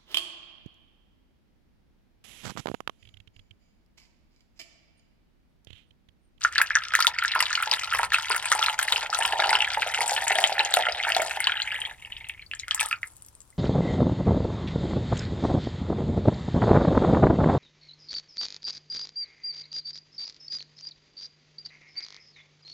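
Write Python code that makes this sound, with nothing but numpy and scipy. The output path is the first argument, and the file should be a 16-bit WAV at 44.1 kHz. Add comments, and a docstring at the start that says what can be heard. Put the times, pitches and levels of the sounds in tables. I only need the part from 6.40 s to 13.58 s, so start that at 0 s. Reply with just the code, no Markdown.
"""Tea poured into a cup

A thin stream of tea falls into a ceramic cup on a table, close to a pair of microphone ports.
Each slug of liquid snaps the surface and traps a bubble that rings and rises in pitch. The foam
fizzes, the cup and the table ring briefly, and the stream ends in drips over a quiet room."""
import sys
import numpy as np
from scipy import signal
from scipy.fft import rfft, irfft, next_fast_len
from scipy.io import wavfile
from scipy.ndimage import uniform_filter1d

SR = 44100
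rng = np.random.default_rng(int(sys.argv[2]) if len(sys.argv) > 2 else 0)


def put_to_file(sound):
    """Save the sound as 16-bit audio at rate SR, in the file named by the first command-line argument."""
    columns = np.atleast_2d(sound).T  # one column per channel
    safe = np.clip(columns, -1, 1)
    whole_steps = np.round(safe * 32767)
    wavfile.write(sys.argv[1], SR, whole_steps.astype(np.int16))


N = 316638

# single bubbles that stand out of the pour: start_s, level_db, pitch_hz
CLEAR_PLOPS = [(0.0487, -5, 1417), (0.1573, -15.5, 1690), (0.181, -8, 4450), (0.1808, -13.5, 1580),
               (0.186, -11.5, 1550), (0.2041, -17, 1360), (0.215, -5, 1624), (0.3057, -15.5, 1700),
               (0.3532, -10.5, 1700), (0.3589, -9, 1590), (0.3701, -12.5, 1460), (0.5369, -12, 1580),
               (0.54, -14, 1390), (0.5521, -6, 1760), (0.5912, -15, 1270), (0.604, -13.5, 1355),
               (0.625, -10, 4800), (0.6463, -13.5, 1400), (0.669, -4, 3670), (0.7863, -19, 4670),
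               (0.7865, -15.5, 2110), (0.8236, -14.5, 1430), (0.8487, -10, 1570), (0.88, -18.5, 3980),
               (0.9175, -17.5, 4120), (0.9372, -20, 1900), (0.952, -11, 1425), (0.9604, -18, 1380),
               (0.992, -17.5, 4770), (1.0058, -14, 1890), (1.026, -13.5, 4760), (1.0563, -17.5, 3760),
               (1.1082, -20, 1410), (1.1293, -21.5, 4270), (1.1302, -16.5, 1700), (1.1542, -14, 4460),
               (1.1762, -20.5, 1360), (1.202, -19.5, 1340), (1.226, -13.5, 1420), (1.3137, -8, 4720),
               (1.3289, -16, 3780), (1.3374, -10.5, 3780), (1.434, -23.5, 1300), (1.5245, -14, 1400),
               (1.5371, -13, 1630), (1.5491, -21.5, 1990), (1.59, -17, 1610), (1.6317, -19, 1410),
               (1.72, -15, 1690), (1.7324, -19, 1380), (1.744, -8.5, 2580), (1.7417, -13.5, 1470),
               (1.762, -20.5, 1470), (1.7845, -16, 1440), (1.902, -21, 2150), (1.911, -20, 1430),
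               (1.9179, -17, 1470), (1.939, -22, 1340), (1.9466, -18, 1280), (1.963, -21, 1440),
               (2.0558, -23.5, 1610), (2.118, -13, 1900), (2.1239, -10, 1390), (2.1935, -20, 4700),
               (2.2143, -18, 1320), (2.226, -15, 1290), (2.2273, -11, 3440), (2.2421, -15.5, 2680),
               (2.2619, -10.5, 3900), (2.2836, -12.5, 1230), (2.2974, -17, 2880), (2.3907, -11, 1510),
               (2.4817, -14.5, 1980), (2.5239, -8.5, 3720), (2.5606, -12, 2820), (2.702, -20.5, 4870),
               (2.7281, -16, 1300), (2.7463, -17.5, 3900), (2.809, -19.5, 1650), (2.824, -17, 2920),
               (2.8523, -11.5, 2920), (2.9237, -19.5, 2880), (2.995, -25.5, 1410), (3.0001, -20.5, 2160),
               (3.0005, -14, 3680), (3.0217, -15, 1640), (3.0365, -20, 1390), (3.0412, -16, 2840),
               (3.0435, -18.5, 1400), (3.093, -19.5, 1950), (3.0936, -12.5, 4860), (3.1066, -16.5, 2080),
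               (3.1286, -16.5, 4860), (3.1322, -18.5, 2770), (3.1531, -8.5, 2900), (3.2052, -12, 2800),
               (3.222, -11.5, 2800), (3.2453, -15, 2340), (3.276, -21, 1660), (3.3353, -20.5, 4840),
               (3.421, -18.5, 2670), (3.4279, -15, 2020), (3.5459, -16.5, 2860), (3.5759, -19, 2160),
               (3.6063, -17, 2030), (3.6955, -17.5, 5200), (3.7376, -38, 2030), (3.764, -23.5, 2770),
               (3.7772, -25, 2650), (3.822, -19, 1970), (3.8683, -23, 2130), (3.8982, -17, 1960),
               (3.9074, -16.5, 1970), (3.9182, -16.5, 2000), (3.924, -19.5, 2700), (3.9554, -14, 3280),
               (3.9863, -13.5, 1910), (4.0399, -6, 3120), (4.1805, -17, 1770), (4.1936, -14.5, 4040),
               (4.1993, -20, 1750), (4.206, -14, 2680), (4.2485, -25.5, 2820), (4.3397, -6, 3730),
               (4.3704, -24.5, 1390), (4.4242, -16, 3250), (4.4348, -20.5, 1950), (4.453, -23.5, 1440),
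               (4.467, -15, 1420), (4.4862, -19, 2840), (4.5226, -18.5, 4950), (4.6007, -19, 2070),
               (4.628, -22, 3350), (4.6354, -18, 2900), (4.6494, -17.5, 1460), (4.67, -21, 1570),
               (4.6838, -18.5, 1720), (4.6904, -20, 1740), (4.7014, -18.5, 2100), (4.7205, -12.5, 2780),
               (4.7486, -13, 4270), (4.7652, -19, 1980), (4.8015, -19.5, 2210), (4.8189, -21.5, 1440),
               (4.9098, -21, 2560), (5.0038, -22.5, 2080), (5.0424, -15, 4440), (5.0707, -9, 3000),
               (5.095, -19, 1470), (5.12, -19, 3280), (5.1694, -22, 2900), (5.2002, -21, 2900),
               (5.219, -16, 4150), (5.2751, -22.5, 2220), (5.306, -25, 2300), (5.3168, -23, 2820),
               (5.322, -33, 3000), (5.329, -27, 1660), (5.343, -34, 1600), (5.3535, -25, 2220),
               (5.4164, -31, 1800), (5.417, -21.5, 3080), (5.4517, -24, 3270), (5.458, -26.5, 3310),
               (5.4948, -41, 1680), (5.5123, -33.5, 1670), (5.6226, -40, 2700), (5.649, -36.5, 2780),
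               (5.722, -28, 2960), (5.766, -32, 2970), (5.8084, -33.5, 2140), (5.8434, -32.5, 2730),
               (5.8961, -25, 2610), (5.9942, -35, 2360), (6.0238, -36.5, 2210), (6.1133, -24.5, 2650),
               (6.135, -25, 1700), (6.1353, -28.5, 3100), (6.1978, -26, 3920), (6.2812, -25, 1460),
               (6.31, -13, 3150), (6.3185, -25.5, 1700), (6.377, -28, 1650), (6.3954, -19.5, 3220),
               (6.4029, -20, 2330), (6.4095, -15.5, 2420), (6.418, -23, 1690), (6.4288, -25, 1760),
               (6.5113, -21.5, 2560), (6.513, -22, 1370), (6.5277, -14.5, 2470), (6.529, -22, 1390),
               (6.631, -19.5, 2050)]
# large bubbles gulped deep under the stream: start_s, level_db, nominal_pitch_hz
DEEP_GULPS = [(.1993,-19,1060),(.5897,-18,1020),(.6764,-17.5,946),(.96,-13.5,1036),(.98,-21.5,933),(1.0048,-17,1124),(1.0252,-20,960),(1.2725,-20,890),(1.3216,-18.5,964),(1.5481,-16,1080),(1.5959,-13.5,910),(1.6313,-15,1014),(1.903,-16.5,1010),(2.1172,-13,1195),(2.1501,-19.5,800),(2.1921,-18,880),(2.5217,-18.5,970),(2.581,-23,930),(2.634,-20.5,880),(2.696,-24,817),(2.747,-21.5,870),(2.79,-19,760),(2.8046,-21.5,910),(2.8487,-19,1040),(2.933,-12.5,815),(2.9934,-14,750),(3.023,-20.5,770),(3.0359,-20,900),(3.0585,-16.5,800),(3.0787,-17,796),(3.0929,-18,880),(3.1144,-13,840),(3.1298,-15,910),(3.1509,-15.5,964),(3.3728,-13,880),(3.3919,-21.5,830),(3.4643,-20.5,693),(3.5898,-20.5,885),(3.6129,-15.5,900),(3.7189,-14.5,808),(3.9059,-12.5,758),(3.9548,-19.5,640),(3.9855,-11.5,728),(4.0384,-16.5,750),(4.1207,-15,746),(4.1795,-22.5,795),(4.1997,-15.5,860),(4.3391,-19,784),(4.3702,-7.5,707),(4.3923,-16,888),(4.4854,-18.5,683),(4.6693,-18.5,890),(4.7652,-10,744),(4.7968,-14,622),(4.8192,-22,656),(4.9718,-19,820),(5.072,-18.5,1056),(6.311,-31,1230),(6.346,-31.5,1010),(6.4094,-24.5,945),(6.4291,-24.5,890),(6.458,-35,880),(6.5404,-29.5,1440)]
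# the bed of bubbles between the plops: time_s, large_db, small_db, fizz_db
SWARM_LEVELS = [(0.0, -71, -34.5, -48.5), (0.76, -54, -33, -83.5), (1.04, -43, -33.5, -55.5),
                (1.9, -39.5, -33.5, -46.5), (2.1, -32.5, -34.5, -47.5), (2.58, -34.5, -33.5, -46),
                (3.0, -29, -31.5, -47.5), (3.38, -37, -31.5, -50.5), (3.6, -31, -35, -40.5),
                (4.08, -30.5, -32.5, -47.5), (4.5, -33.5, -32, -56), (4.88, -33.5, -35.5, -46.5),
                (5.1, -43.5, -31.5, -55.5), (5.5, -45, -40.5, -58.5), (5.6, -56, -49, -60),
                (5.9, -61, -45.5, -77), (6.101, -88.5, -58.5, -99), (6.44, -88.5, -32.5, -89),
                (6.66, -62, -59.5, -58), (7.18, -76.5, -108, -75)]
SWARM_S, LARGE_DB, SMALL_DB, FIZZ_DB = np.transpose(SWARM_LEVELS)
# small bubbles, which shrink while the stream is a trickle: time_s, lowest_hz, range_octaves
SMALL_SIZES = [(0, 1172, 2.37), (5.2, 1406, 1.44), (5.6, 1800, 0.95), (6.199, 1905, 0.72), (6.3, 1037, 2.9)]
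# foam bubbles, finer once the stream weakens: time_s, lowest_hz, range_octaves
FOAM_SIZES = [(4.901, 2707, 2.3), (5.3, 6000, 1.5)]


def plops():
    """A slug traps a short bubble and a faint companion; the surface tears harder under loud ones."""
    out = np.zeros(N)
    for (s, db, hz), (late, pitch, ring) in zip(CLEAR_PLOPS, rng.random((len(CLEAR_PLOPS), 3))):
        trickle = 5.1 < s < 6.1  # bubbles form gently: slower start, longer ring, less tearing
        onset_cycles, stretch, tear_db = (0.95, 1.37, -24) if trickle else (0.52, 1, -6)
        cycles = (13 + 12 * ring) * stretch
        add(out, s, gain_of(db) * bubble(hz, cycles / hz, rise=0.008, onset_cycles=onset_cycles))
        companion = bubble(hz * 2 ** (1.3 * pitch - .5), 0.011, rise=0.25, onset_cycles=1.0)
        add(out, s + 0.01 * late, gain_of(db - 14) * companion)
        add(out, s, gain_of(tear_db + 1.03 * db) * tear(2 * hz, 0.0072))
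    return out


def gulps():
    """A large bubble rings long; two short tones above and below it give the blunt opening thump."""
    out = np.zeros(N)
    for s, db, hz in DEEP_GULPS:
        add(out, s, gain_of(db + 4) * bubble(0.9376 * hz, 26 / hz, rise=0.26, onset_cycles=0.19))
        add(out, s, gain_of(db - 9.5) * bubble(1.7 * hz, 5 / hz, rise=0.12, onset_cycles=0.21))
        add(out, s, gain_of(db - 11.5) * bubble(0.73 * hz, 6 / hz, rise=0.1, onset_cycles=0.067))
    return out


def pops():
    """The film cracks, a tiny bubble rings and spray sizzles."""
    # splashes and foam bursting at the surface: start_s, level_db, pitch_hz, spray_db
    bursts = [(0.0387, -22.0, 6010, -72), (0.217, -23.5, 10400, -16.5), (0.3537, -16, 5860, -43),
              (0.3607, -33, 6190, -54), (0.552, -20.5, 6260, -22), (0.6037, -25.5, 5440, -21),
              (0.6525, -37, 9000, -34), (0.6688, -20.5, 5700, -25.5), (0.6783, -24.5, 6850, -46),
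              (0.8363, -63, 9100, -29), (0.88, -26, 5250, -73), (0.95, -61, 9000, -29),
              (1.005, -22, 5570, -21.5), (1.0261, -25, 7100, -59), (1.1294, -24, 5900, -50),
              (1.2246, -43, 8900, -24.5), (1.3123, -47, 5530, -47), (1.3365, -33, 9300, -27.5),
              (1.533, -38, 9000, -29), (1.5491, -51, 9000, -29.5), (1.5693, -58, 9000, -35),
              (1.5872, -26, 8800, -29.5), (1.6496, -29, 8810, -43), (1.7334, -46, 9200, -26.5),
              (1.7456, -24.5, 8340, -49), (1.8968, -25.5, 9230, -32), (1.9177, -24, 8490, -44),
              (1.9626, -28, 9050, -21.5), (2.0565, -20.5, 8490, -49), (2.102, -27, 8600, -55),
              (2.1177, -18, 8360, -34), (2.1256, -18.5, 6170, -32), (2.151, -21.5, 8700, -43),
              (2.1927, -24, 5460, -51), (2.2376, -31, 9400, -28), (2.39, -21, 6870, -26),
              (2.4283, -25.5, 8760, -23), (2.4352, -53, 9100, -45), (2.5223, -25, 7800, -24),
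              (2.747, -22, 5930, -36), (2.7888, -19, 8700, -40), (2.861, -24.5, 9000, -29),
              (3.092, -31.5, 5500, -52), (3.106, -23, 8300, -33), (3.6073, -24, 9350, -40),
              (3.6797, -19.5, 7800, -44), (3.7105, -23.5, 6900, -44), (3.7378, -36, 5500, -27),
              (3.8413, -25, 9900, -39), (3.8817, -17, 7160, -59.5), (3.9542, -26, 9100, -50),
              (4.0029, -32, 9000, -27), (4.04, -34, 7150, -42), (4.0741, -23, 7000, -54),
              (4.25, -21, 6400, -57), (4.3083, -29, 7610, -53.5), (4.3392, -21, 7200, -20.5),
              (4.364, -22, 8820, -38), (4.3881, -32, 5430, -31.5), (4.6905, -33.5, 9200, -29.5),
              (4.766, -28.5, 8050, -45), (4.8191, -25, 7040, -28), (5.0034, -22.5, 9050, -29),
              (5.404, -31.5, 8800, -55), (5.8876, -37, 8850, -39), (6.1506, -36.5, 7300, -70),
              (6.197, -28.5, 6660, -71), (6.3097, -31, 5570, -68), (6.3471, -19.5, 7500, -26),
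              (6.3567, -34, 8200, -45), (6.403, -23, 8900, -22), (6.4096, -20.5, 8500, -37),
              (6.43, -30, 5570, -31), (6.46, -24, 8600, -37), (6.4866, -33, 8750, -33),
              (6.5113, -43, 9080, -39), (6.6714, -41, 8700, -64), (6.767, -44, 9000, -45),
              (6.8224, -39.5, 9120, -52), (6.8627, -58, 9000, -42), (6.885, -48, 5800, -46),
              (6.952, -43, 8500, -65), (7.005, -42.5, 7300, -60), (7.017, -46, 7500, -57),
              (7.104, -47, 8500, -65)]
    out = np.zeros(N)
    for s, db, hz, spray_db in bursts:
        add(out, s, gain_of(db + 7) * bubble(hz, 24 / hz, rise=0.051, onset_cycles=0.17))
        add(out, s, gain_of(db - 6) * tear(hz, 0.0086))
        add(out, s, gain_of(spray_db + 21.5) * tear(17000, 0.008))
        add(out, s, gain_of(db - 10) * tear(0.65 * hz, 0.016))
    return out


def slaps():
    """A sudden push of pressure and its rebound, heard as a crack over the whole band."""
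    # slugs landing hard on the surface: start_s, level_db
    hits = [(0.18, -20), (0.2159, -8), (0.5377, -12), (0.5717, -20), (0.59, -16.0), (0.605, -13),
            (0.6467, -13.5), (0.6691, -2), (1.0052, -3), (1.632, -10), (2.1178, -2), (2.1925, -13.9),
            (2.2277, -12), (2.391, -11), (2.5233, -12.6), (3.5465, -16), (3.9864, -7), (4.0402, -11),
            (4.34, -6), (4.3709, -8), (4.7659, -6), (4.91, -19.5), (5.072, -18), (6.2822, -17.5),
            (6.4035, -16.0), (6.41, -7), (6.4296, -14), (6.4391, -19)]
    rise_s, collapse_s = .000015, .00007
    out, t = np.zeros(N), np.arange(200) / SR
    push = (1 - t / collapse_s) * np.exp(-t / collapse_s) * (1 - np.exp(-t / rise_s))
    for s, db in hits:
        add(out, s, -gain_of(db) * push / push.max())
    return out


def droplets():
    """A droplet on a calm surface leaves a soft bubble that rings long."""
    # lone drips of the dying stream: start_s, level_db, pitch_hz
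    drips = [(6.019, -43.5, 4180), (6.063, -43, 4500), (6.192, -39, 5100), (6.2334, -32.5, 2130),
             (7.127, -57, 2040)]
    out = np.zeros(N)
    for s, db, hz in drips:
        add(out, s, gain_of(db) * bubble(hz, 0.021, rise=0.021, onset_cycles=1.1))
    return out


def stream_slugs(per_s):
    """The stream lands as unequal, roughly evenly spaced slugs: start_s, level_db."""
    slugs = rng.random((2000, 2))[:int(per_s * N / SR)] * [1.4 / per_s, 6]
    slugs[:, 0] += np.arange(len(slugs)) / per_s
    return slugs


def large_bubbles(slugs):
    """Their pitch drops as the tea deepens, until the stream weakens and no longer dives."""
    start_hz, sink_hz_per_s, deepest_s, shallow_hz, octaves = 859, 48.4, 4.62, 840, 0.36
    deepest_hz = start_hz - sink_hz_per_s * deepest_s
    sizes = [(0, start_hz, octaves), (deepest_s, deepest_hz, octaves), (N / SR, shallow_hz, octaves)]
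    bubbles = swarm(LARGE_DB, sizes, slugs, per_s=400, cycles=14.7, spread_db=4.5)
    return churn(CLEAR_PLOPS, settle_s=0.039, depth=0.23) * bubbles


def small_bubbles(slugs):
    """A dense, bright babble that flares for an instant at each plop."""
    bubbles = swarm(SMALL_DB, SMALL_SIZES, slugs, per_s=620, cycles=26.9, spread_db=5.5,
                    low_bias=1.493, onset_cycles=0.7)
    return churn(CLEAR_PLOPS, settle_s=0.0019, depth=0.18) * bubbles


def foam(slugs):
    """Fine bubbles fizz and spray ticks on the surface."""
    fizz = swarm(FIZZ_DB, FOAM_SIZES, slugs, per_s=900, cycles=42, spread_db=6)
    ticks = swarm(FIZZ_DB, FOAM_SIZES, slugs, per_s=340, cycles=4.7, spread_db=10)
    fizz *= churn(CLEAR_PLOPS, settle_s=0.029, depth=0.14)
    ticks *= churn(CLEAR_PLOPS, settle_s=0.094, depth=0.25)
    return fizz + ticks


def slosh(slugs):
    """A low slosh under the bubbles, stirred by each gulp."""
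    # it deepens as the cup fills: time_s, lowest_hz, range_octaves
    sizes = [(2.6, 417, .5), (4.4, 291, .9)]
    bubbles = swarm(LARGE_DB - 11.5, sizes, slugs, per_s=200, cycles=8, spread_db=4.5)
    return churn(DEEP_GULPS, settle_s=0.015, depth=0.83) * bubbles


def taps(slugs):
    """Slugs tap the surface, each tap only a few cycles long."""
    # the taps die away as the stream thins: time_s, offset_db
    fade = [(4.8, -8), (5.2, -22)]
    level_db = SMALL_DB + np.interp(SWARM_S, *np.transpose(fade))
    return swarm(level_db, SMALL_SIZES, slugs, per_s=250, cycles=4.4, spread_db=10)


def swarm(level_db, sizes, slugs, per_s, cycles, spread_db, low_bias=0.83, onset_cycles=0.38):
    """Bubbles of random size, shed within a moment of each slug, a few louder than the rest."""
    out, spatter_s = np.zeros(N), .004
    size_s, lowest_hz, octaves = np.transpose(sizes)
    for pick, late, pitch, ring, strength in rng.random((9000, 5))[:int(per_s * N / SR)]:
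        slug_s, slug_db = slugs[int(pick * len(slugs))]
        s = slug_s - spatter_s * np.log(1 - late)
        octaves_up = np.interp(s, size_s, octaves) * pitch ** low_bias
        hz = np.interp(s, size_s, lowest_hz) * 2 ** octaves_up
        db = slug_db + spread_db * min(-np.log(1 - strength), 2.6)
        t60 = cycles * (.5 + ring) / hz
        add(out, s, gain_of(db) * bubble(hz, t60, rise=0.23, onset_cycles=onset_cycles))
    return out / out.std() * lulls() * gain_of(np.interp(np.arange(N) / SR, SWARM_S, level_db))


def churn(events, settle_s, depth):
    """Each event stirs the surface, which then settles; a gain around 1."""
    kicks = np.zeros(N)
    for s, db, _ in events:
        kicks[round(s * SR)] += gain_of(db)
    stir = signal.lfilter([1], [1, -np.exp(-1 / (settle_s * SR))], kicks) + 1e-5
    return (0.0067 + stir / uniform_filter1d(stir, SR // 4)) ** depth


def lulls():
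    """A gain that sinks smoothly wherever the stream breaks."""
    # breaks in the stream: middle_s, length_s, dip_db
    breaks = [(0.102, 0.036, -26), (0.278, 0.075, -4), (0.492, 0.034, -2), (0.724, 0.086, -6.5),
              (1.685, 0.032, -26), (2.012, 0.02, -8), (2.363, 0.03, -18), (2.694, 0.046, -25),
              (4.528, 0.026, -11.5), (5.565, 0.048, -15), (6.08, 0.055, -28), (6.26, 0.017, -25.5),
              (6.601, 0.024, -15.5)]
    t = np.arange(N) / SR
    return gain_of(sum(db * np.exp(-(2 * (t - s) / length) ** 2) for s, length, db in breaks))


def bubble(hz, t60, rise, onset_cycles):
    """A damped sine of peak 1 whose pitch climbs as the bubble nears the surface."""
    t = np.arange(int(t60 * SR) + 32) / SR
    onset = (1 - np.exp(-t * hz / onset_cycles)) ** 2
    ring = np.sin(2 * np.pi * hz * t * (1 + rise * t / t60)) * gain_of(-60 * t / t60) * onset
    return ring / abs(ring).max()


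def tear(hz, t60):
    """A crack of noise around hz as a film of liquid tears."""
    t = np.arange(2400) / SR
    band = signal.butter(2, [.6 * hz, min(1.7 * hz, .45 * SR)], "band", fs=SR)
    crack = signal.lfilter(*band, rng.standard_normal(len(t)))
    return crack / crack.std() / 2 * gain_of(-60 * t / t60) * (1 - np.exp(-t / 0.0012))


def cup(liquid):
    """The cup and the air in it ring briefly after each sound."""
    # resonances: pitch_hz, width_hz, level_db
    modes = [(680, 40, -3), (770, 60, -1), (930, 55, -2), (1272, 40, -2), (1405, 70, -2), (1654, 45, -1),
             (1947, 55, -3), (2930, 80, -3)]
    t = np.arange(3000) / SR
    ring = np.zeros(len(t))
    for hz, width_hz, db in modes:
        decay = 2 * np.pi * width_hz / SR * np.exp(-np.pi * width_hz * t)
        ring += gain_of(db) * decay * np.sin(2 * np.pi * hz * t)
    return liquid + gain_of(-30) * signal.oaconvolve(liquid, ring)[:N]


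def path_to_microphone(sound):
    """The short way from cup to microphone colours the sound, with dips from the table echo."""
    # response of the path: frequency_hz, gain_db
    colour = [(200, -21), (300, -20), (450, -11.5), (900, -4.5), (1010, -5.5), (1150, -8), (1260, 1),
              (1380, 3.5), (1530, -1.5), (1700, 3.5), (3000, 5), (5700, 1), (9000, 5), (12000, 1),
              (14500, -17), (16000, -14)]
    log_gain = np.log(gain_of(curve_at(colour, abs(np.fft.fftfreq(4096, 1 / SR)))))
    impulse = np.fft.ifft(np.exp(signal.hilbert(log_gain).conj())).real[:2048]  # minimum phase
    return signal.oaconvolve(sound, impulse)[:N]


def ports(sound):
    """The two microphone ports hear one source, each with its own delay and shading."""
    # phase between the ports: frequency_hz, left_lead_rad
    lead = [(0, 0), (2670, 0.8), (4050, 2.2), (5000, 1.3), (6630, 2.9), (7580, 2.3), (11300, 3.0),
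            (15800, 6.8)]
    # shading between the ports: frequency_hz, left_minus_right_db
    shading = [(60, 17.5), (150, 8), (380, 1), (950, -2), (2380, 0), (5980, 7.5), (15000, 3.5)]
    size = next_fast_len(N + 4096)
    hz = np.fft.rfftfreq(size, 1 / SR)
    left = gain_of(curve_at(shading, hz) / 2) * np.exp(.5j * np.interp(hz, *np.transpose(lead)))
    return irfft(rfft(sound, size) * np.array([left, 1 / left]), size)[:, :N]


def reflections(sound):
    """Sparse echoes, each band dying at its own speed; three tails take turns so no pitch rings on."""
    # decay of the near reflections: frequency_hz, t60_s
    decay = [(400, 0.37), (1500, 0.11), (4000, 0.079), (12000, 0.075)]
    echoes = np.zeros((9, 12000))
    arrivals = np.arange(60, 11960, 20) + rng.integers(0, 20, (9, 595))
    np.put_along_axis(echoes, arrivals, rng.choice([-1., 1.], arrivals.shape), 1)
    hz, t, spectra = signal.stft(echoes, SR, nperseg=128)
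    tails = signal.istft(spectra * gain_of(-60 * t / curve_at(decay, hz)[:, None]), SR, nperseg=128)[1]
    tails = tails.reshape(3, 3, -1) / np.linalg.norm(tails[0])  # each turn: shared, left, right
    turns = np.sqrt(2 / 3) * np.cos(2 * np.pi * (np.arange(N) / SR + np.arange(3)[:, None] / 3))
    wet = signal.oaconvolve((sound * turns)[:, None], tails, axes=2).sum(0)[:, :N]
    scattered = signal.lfilter([1, -.6], [1], wet[1:])  # mainly the treble scatters apart
    return gain_of(-10) * ports(wet[0]) + gain_of(-6.5) * scattered


def room():
    """Room tone: a low rumble that swells and a faint hiss, a little louder on the left."""
    # steady noise spectrum: frequency_hz, relative_db
    colour = [(15, -25), (30, -5), (44, 0), (55, 5), (70, 1), (105, -2), (200, -16), (700, -23),
              (1230, -22), (2400, -31), (4500, -30), (9300, -29), (16000, -38)]
    # likeness of left and right: frequency_hz, correlation
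    likeness = [(30, .65), (200, .65), (1000, .3), (8000, .1)]
    # swells of the rumble: time_s, relative_db
    swells = [(0.0, -59), (1.401, -59.5), (1.62, -51), (1.849, -58.5), (3.92, -56), (4.14, -60.5),
              (5.72, -57), (7.18, -61)]
    frames, hz = N // 512 + 5, np.fft.rfftfreq(2048, 1 / SR)
    a, b, c, d = rng.standard_normal((frames, 1025, 4)).T
    correlation = np.clip(curve_at(likeness, hz), -1, 1)[:, None]
    left = a + 1j * b
    right = correlation * left + np.sqrt(1 - correlation ** 2) * (c + 1j * d)
    spectra = np.array([left, right]) * gain_of(curve_at(colour, hz))[:, None]
    swell_db = np.interp(np.arange(frames) * 512 / SR, *np.transpose(swells))
    spectra *= gain_of(np.outer(hz < 220, swell_db - swell_db.mean()))
    noise = signal.istft(spectra, nperseg=2048, noverlap=1536)[1][:, :N]
    return gain_of([[-56], [-59]]) * noise / noise.std()


def gain_of(db):
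    """Decibels to gain."""
    return 10 ** (np.asarray(db) / 20)


def curve_at(points, hz):
    """Reads a table on a log-frequency axis."""
    point_hz, value = np.transpose(points)
    return np.interp(np.log(hz + 1), np.log(point_hz + 1), value)


def add(mix, start_s, sound):
    """Mixes a sound in from start_s."""
    part = mix[round(start_s * SR):][:len(sound)]
    part += sound[:len(part)]


def scene():
    """The pour rings in the cup and reaches the close ports with its reflections, over room tone."""
    slugs = stream_slugs(per_s=120)
    liquid = plops() + gulps() + pops() + droplets() + slaps()
    liquid += large_bubbles(slugs) + small_bubbles(slugs) + foam(slugs) + slosh(slugs) + taps(slugs)
    near = path_to_microphone(cup(liquid))
    return ports(near) + reflections(near) + room()


def record(dry):
    """The recorder clips any overload at full scale and cuts off above 16.3 kHz."""
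    lowpass = signal.firwin(511, 16300, window=("kaiser", 9), fs=SR)
    return signal.oaconvolve(np.clip(dry, -1, 1), lowpass[None], "same")


dry = scene()
out = record(dry)
put_to_file(out)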